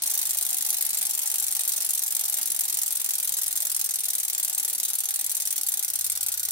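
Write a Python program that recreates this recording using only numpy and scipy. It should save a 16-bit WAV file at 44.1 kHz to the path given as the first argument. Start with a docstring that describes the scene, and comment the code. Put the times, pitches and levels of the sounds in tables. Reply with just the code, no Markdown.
"""Quick metallic ticking, close by, slows gently: a bicycle wheel coasts on a stand beside its listener.
Two pawls drop in turn off a 21-tooth ratchet; each lands, chatters and rings the steel sprockets.
Filtered noise makes the bearings' rustle and drives resonances of the hollow hub underneath.
The workshop adds a short diffuse echo, room air, a faint hum that comes and goes and a fainter drone."""
import sys
import numpy as np
from scipy import signal
from scipy.fft import rfft, irfft, next_fast_len
from scipy.io import wavfile
from scipy.ndimage import uniform_filter1d, map_coordinates

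SR = 44100
rng = np.random.default_rng(int(sys.argv[2]) if len(sys.argv) > 2 else 0)


def unload_audio(sound):
    """Save the sound as a 16-bit wav file, at the path given as the first command line argument."""
    columns = np.transpose(np.atleast_2d(sound))
    # keep every value between -1 and 1, then stretch to whole-number steps
    steps = np.round(np.clip(columns, -1, 1) * 32767)
    wavfile.write(sys.argv[1], SR, steps.astype(np.int16))


N = 287179
TOOTH_COUNT = 21  # teeth in one turn


def amp(db):
    """Decibels to gain."""
    return 10 ** (np.asarray(db) / 20)


def unit(x):
    """Scale to rms 1."""
    return x / np.sqrt(np.mean(x ** 2) + 1e-20)


def along(points, hz):
    """(Hz, value) points read on a log frequency axis."""
    f, v = np.transpose(points)
    return np.interp(np.log(hz + 1), np.log(f + 1), v)


def curves(rows):
    """One value per sample for each column after the time."""
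    time_s, *columns = np.transpose(rows)
    return [np.interp(np.arange(N) / SR, time_s, column) for column in columns]


def wobble(knots_per_s):
    """A smooth random curve through normally distributed knots."""
    knots = rng.standard_normal(int(N * knots_per_s / SR) + 4)
    coarse = np.linspace(0, N, 4000)
    smooth = map_coordinates(knots, [coarse * knots_per_s / SR])
    return np.interp(np.arange(N), coarse, smooth)


def filtered(x, response):
    """x times a response of frequency, zero-padded."""
    size = 2 * next_fast_len(N // 2 + SR // 4)
    spectrum = rfft(x, size) * response(np.fft.rfftfreq(size, 1 / SR))
    return irfft(spectrum, size)[..., :N]


def causal(gain):
    """The minimum-phase response with this gain: it rings only after a blow."""
    cepstrum = irfft(np.log(np.maximum(gain, 1e-6)))
    half = len(cepstrum) // 2
    fold = np.r_[1, np.full(half - 1, 2), 1, np.zeros(half - 1)]
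    return np.exp(rfft(cepstrum * fold))


def noise():
    """White stereo noise; the shares of mid and side set the left-right likeness at each frequency."""
    # (frequency [Hz], left-right correlation [-1 to 1])
    likeness = [(60, 0.46), (150, 0.62), (300, 1), (600, -0.032), (1200, 0.2), (2500, -0.31), (5000, -0.26),
                (9000, -0.15), (14000, -0.11)]

    def angle(hz):
        """Mixing angle [rad] between mid and side."""
        return np.arccos(np.clip(along(likeness, hz), -1, 1)) / 2

    a, b = rng.standard_normal((2, N))
    mid = filtered(a, lambda hz: np.cos(angle(hz)))
    side = filtered(b, lambda hz: np.sin(angle(hz)))
    return np.array([mid + side, mid - side])


def body(x, spectrum):
    """Pass x through the broad colour of the metal."""
    return filtered(x, lambda hz: causal(amp(along(spectrum, hz))))


def ringing(drive, modes, vary_db):
    """Resonances fed by a noisy force; each wavers in strength and radiates in its own stereo pattern."""
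    out = np.zeros((2, N))
    for f_hz, width_hz, db, pan_db, phase_rad in modes:
        force = drive * rng.standard_normal(N) * amp(vary_db * wobble(50))
        ring = signal.lfilter(*signal.iirpeak(f_hz, f_hz / width_hz, SR), force)
        quarter_turn = np.gradient(ring) / np.sin(2 * np.pi * f_hz / SR)
        for channel, side in enumerate((1, -1)):
            turned = np.cos(phase_rad / 2) * ring + side * np.sin(phase_rad / 2) * quarter_turn
            out[channel] += amp(db + side * pan_db / 2) * turned
    return out


def tone(hz, drift_hz):
    """A slightly unsteady sine of rms 1."""
    return unit(np.sin(2 * np.pi * np.cumsum(hz + drift_hz * wobble(3)) / SR))


def background():
    """Room air, a low hum that comes and goes and a fainter, slowly sinking drone above it."""
    # room air: (frequency [Hz], spectral level [dB])
    air_spectrum = [(20, -20), (40, -9), (58, -2), (100, -3), (180, -11), (400, -8.5), (2000, -47),
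                    (15000, -50)]
    # swells of the hum: (start [s], length [s], level [dB])
    hum_swells = [(.3, .17, -70), (.7, .1, -72), (1.42, .19, -69.5), (2.15, .1, -73), (3.25, .35, -71),
                  (5.96, .6, -65)]
    # drone: (time [s], level [dB])
    drone_level = [(0, -86), (2.2, -87), (2.9, -74.5), (4.1, -81), (6.51, -83)]
    hum_rest_db, hum_waver_db, swell_fade_s = -83, 4, .12
    drone_start_hz, drone_sag_hz_per_s = 141, 1.2

    t = np.arange(N) / SR
    air = amp(-70.5) * unit(filtered(noise(), lambda hz: amp(along(air_spectrum, hz))))
    hum_gain = amp(hum_rest_db + hum_waver_db * wobble(6))
    for start_s, length_s, db in hum_swells:
        inside_s = np.minimum(t - start_s, start_s + length_s - t)
        swell = amp(db) * np.clip(.5 + inside_s / swell_fade_s, 0, 1)
        hum_gain = np.maximum(hum_gain, swell)
    hum = hum_gain * tone(hz=80, drift_hz=1.2)
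    drone = amp(curves(drone_level)[0]) * tone(hz=drone_start_hz - drone_sag_hz_per_s * t, drift_hz=.6)
    return air + hum + drone


def workshop(x):
    """A short diffuse echo of decaying noise; the turning wheel keeps changing the paths that feed it."""
    # decay: (frequency [Hz], t60 [s])
    decay = [(200, 0.17), (3000, 0.3), (8000, 0.13), (16000, 0.11)]
    hop, length = SR // 8, SR // 3  # samples: a new echo pattern every hop
    starts = range(0, N, hop)
    hz, t, z = signal.stft(rng.standard_normal((len(starts), 2, length)), SR, nperseg=256)
    fading = z * amp(-60 * t / along(decay, hz)[:, None])
    tails = signal.istft(fading, SR, nperseg=256)[1][..., :length]
    tails = tails * (1 - np.exp(-np.arange(length) / SR / 0.001))  # 1 ms onset
    out = np.zeros((2, N + length))
    for start, tail in zip(starts, tails):
        echo = signal.fftconvolve(x[:, start:start + hop], tail / np.linalg.norm(tail[0]), axes=1)
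        out[:, start:start + echo.shape[1]] += echo
    return out[:, :N]


def wheel_motion():
    """Drag slows the wheel: its speed (dB against the start) and the teeth passed, for every sample."""
    start_teeth_per_s, drag_per_s = 26.0, 0.05801  # drag: share of the speed lost per second
    speed = np.exp(-drag_per_s * np.arange(N) / SR)
    return 20 * np.log10(speed), start_teeth_per_s * (1 - speed) / drag_per_s


def bearings():
    """Rolling balls and sliding pawls rustle and sound the hollow hub, more softly as the wheel slows."""
    # balls and pawls rubbing: (frequency [Hz], spectral level [dB])
    rub_spectrum = [(60, -19), (250, -17.5), (600, -3), (1100, -4), (2500, 0), (5000, 3.5), (9000, 2.5),
                    (15700, -25.5)]
    # hub and frame: (frequency [Hz], width [Hz], level [dB], left-right [dB], left-right phase [rad])
    hub_modes = [(214, 17, -14, 7, 0.79), (282, 50, -9, -1, 0.73), (665, 85, -3, 5.5, 2.83),
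                 (814, 74, 1, 1.5, 1.29)]
    # faint ring that the hub takes on as the wheel slows: (time [s], level [dB])
    hub_ring = [(0, -72), (5.2, -70), (6.51, -57)]
    rub_start_db, hub_start_db, db_per_speed_db = -43.5, -53.3, 1.6
    swell_db, swell_at_turn = 1.3, .94  # the hub swells once a turn: depth, place in the turn (0-1)

    speed_db, passed = wheel_motion()
    swell = swell_db * np.cos(2 * np.pi * (passed / TOOTH_COUNT - swell_at_turn))
    rub_db = rub_start_db + db_per_speed_db * speed_db
    hub_db = hub_start_db + db_per_speed_db * speed_db + swell
    roughness = amp(2.55 * wobble(120))
    rustle = unit(body(noise() * roughness, rub_spectrum)) * amp(rub_db)
    hollow = unit(ringing(roughness, hub_modes, vary_db=2.0)) * amp(hub_db)
    ring = unit(ringing(roughness, [(1455, 69, 0, 0, 1)], vary_db=3.0)) * amp(curves(hub_ring)[0])
    return rustle + hollow + ring


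def teeth():
    """Blow dB and extra chime dB of each tooth of one turn; ordinary teeth have 0."""
    # teeth that stand out on every turn: (tooth number, blow [dB], extra chime [dB])
    odd_teeth = [(0, .5, 1.5), (4, 1, 1.5), (8, -1.4, -1.5), (10, .8, 0), (17, .5, 1.5), (19, -1.6, 0),
                 (20, 1.5, 6.5)]
    levels = np.zeros((TOOTH_COUNT, 2))
    for number, *db in odd_teeth:
        levels[number] = db
    return levels.T


def pawl(offset_teeth, tooth_db, chatter_db, chatter_s, scatter_db, crack_s):
    """Contact power of one pawl: a landing for every tooth, then a run of fading rebounds."""
    passed = wheel_motion()[1] - offset_teeth
    tooth = np.arange(np.ceil(passed[0]), passed[-1]).astype(int)
    landing_s = np.interp(tooth, passed, np.arange(N) / SR)
    blow = amp(tooth_db[tooth % TOOTH_COUNT] + scatter_db * rng.standard_normal(len(tooth)))
    shape = (len(tooth), 18)  # rebounds per landing
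    delay_s = np.cumsum(0.00058 * rng.gamma(2, .5, shape), axis=1)
    settle_s = chatter_s * amp(2.4 * rng.standard_normal((len(tooth), 1)))
    rebound = amp(chatter_db + 3.5 * rng.standard_normal(shape)) * np.exp(-(delay_s / settle_s) ** 2)
    # the spring's energy is shared between the landing and its rebounds, none harder than the landing
    share = np.c_[np.ones(len(tooth)), np.minimum(rebound, 1)] ** 2
    power = blow[:, None] ** 2 * share / share.sum(axis=1, keepdims=True)
    when_s = landing_s[:, None] + np.c_[np.zeros(len(tooth)), delay_s]
    contacts = np.bincount((when_s * SR).astype(int).ravel(), power.ravel(), N)[:N]
    fade = np.exp(-1 / (crack_s * SR))
    return signal.lfilter([1 - fade], [1, -fade], contacts)


def recolour(x, patchy_db):
    """Each landing meets the tooth at a new spot, so its colour changes while its energy stays."""
    z = signal.stft(x, nperseg=128)[2]
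    field = rng.standard_normal(z.shape[1:])
    field = uniform_filter1d(field, size=2, axis=0)  # over frequency
    field = uniform_filter1d(field, size=10, axis=1)  # over time
    shaded = z * amp(patchy_db * unit(field))
    shaded = shaded * np.linalg.norm(z, axis=(0, 1)) / (np.linalg.norm(shaded, axis=(0, 1)) + 1e-20)
    return signal.istft(shaded, nperseg=128)[1][:, :N]


def ratchet():
    """One pawl chatters on, the other snaps down harder and settles sooner; some teeth chime more."""
    # bare click of steel on steel: (frequency [Hz], spectral level [dB])
    click_spectrum = [(100, -43.5), (450, -33.5), (1000, -26.5), (1700, -19.5), (2050, -16), (2400, -17.5),
                      (3000, -16.5), (3700, -10), (5300, -9), (7000, -7.5), (10000, -2.5), (13500, -3.5),
                      (15700, -4.5)]
    # sprockets: (frequency [Hz], width [Hz], level [dB], left-right [dB], left-right phase [rad])
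    sprocket_modes = [(5780, 100, -4, 0, .5), (6220, 120, -1, -2, 2), (6420, 110, -4, -3, 2.5),
                      (7490, 280, -1, 5, 1.5), (8600, 240, 3.5, 2, .8), (8780, 200, -2, 0, 1.2),
                      (9120, 150, -3, 5, 2.2), (10020, 260, -2, -1, 1), (10680, 180, -3, 0, -1.5),
                      (14700, 390, -1, 1, 1), (11050, 75, 7, 1, -1.2), (11265, 75, 4.5, 3, -1),
                      (11630, 110, 3, 2, -2.2), (11960, 300, -4, 2, .5)]
    clicks_db, chime_rms_db = -26.3, -42.5
    first_at, second_at = .542, .928  # teeth

    tooth_db, chime_db = teeth()
    first = pawl(first_at, tooth_db, chatter_db=-5, chatter_s=.0105, scatter_db=.4, crack_s=.0008)
    second = pawl(second_at, tooth_db + .3, chatter_db=-12, chatter_s=.009, scatter_db=.4, crack_s=.001)
    force = np.sqrt(np.abs(first + second))
    steel = body(force * noise(), click_spectrum) + ringing(force, sprocket_modes, vary_db=2)
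    clicks = recolour(steel, patchy_db=1.7)
    tooth = np.floor(wheel_motion()[1] - first_at).astype(int) % TOOTH_COUNT
    # the purest ring of the sprockets
    chime = ringing(force * amp(chime_db[tooth]), [(12760, 60, 0, 1, 1.4)], vary_db=3)
    return unit(clicks) * amp(clicks_db) + unit(chime) * amp(chime_rms_db)


def scene():
    """The freewheel close by, slightly to the left, in its room."""
    wheel = ratchet() * amp([[.2], [-.2]]) + bearings()
    return wheel + amp(-6.5) * workshop(wheel) + background()


def record(dry):
    """A steep band limit: next to nothing passes above top_hz."""
    top_hz = 15880
    return filtered(dry, lambda hz: 1 / (1 + (hz / top_hz) ** 600))


dry = scene()
out = record(dry)
unload_audio(out)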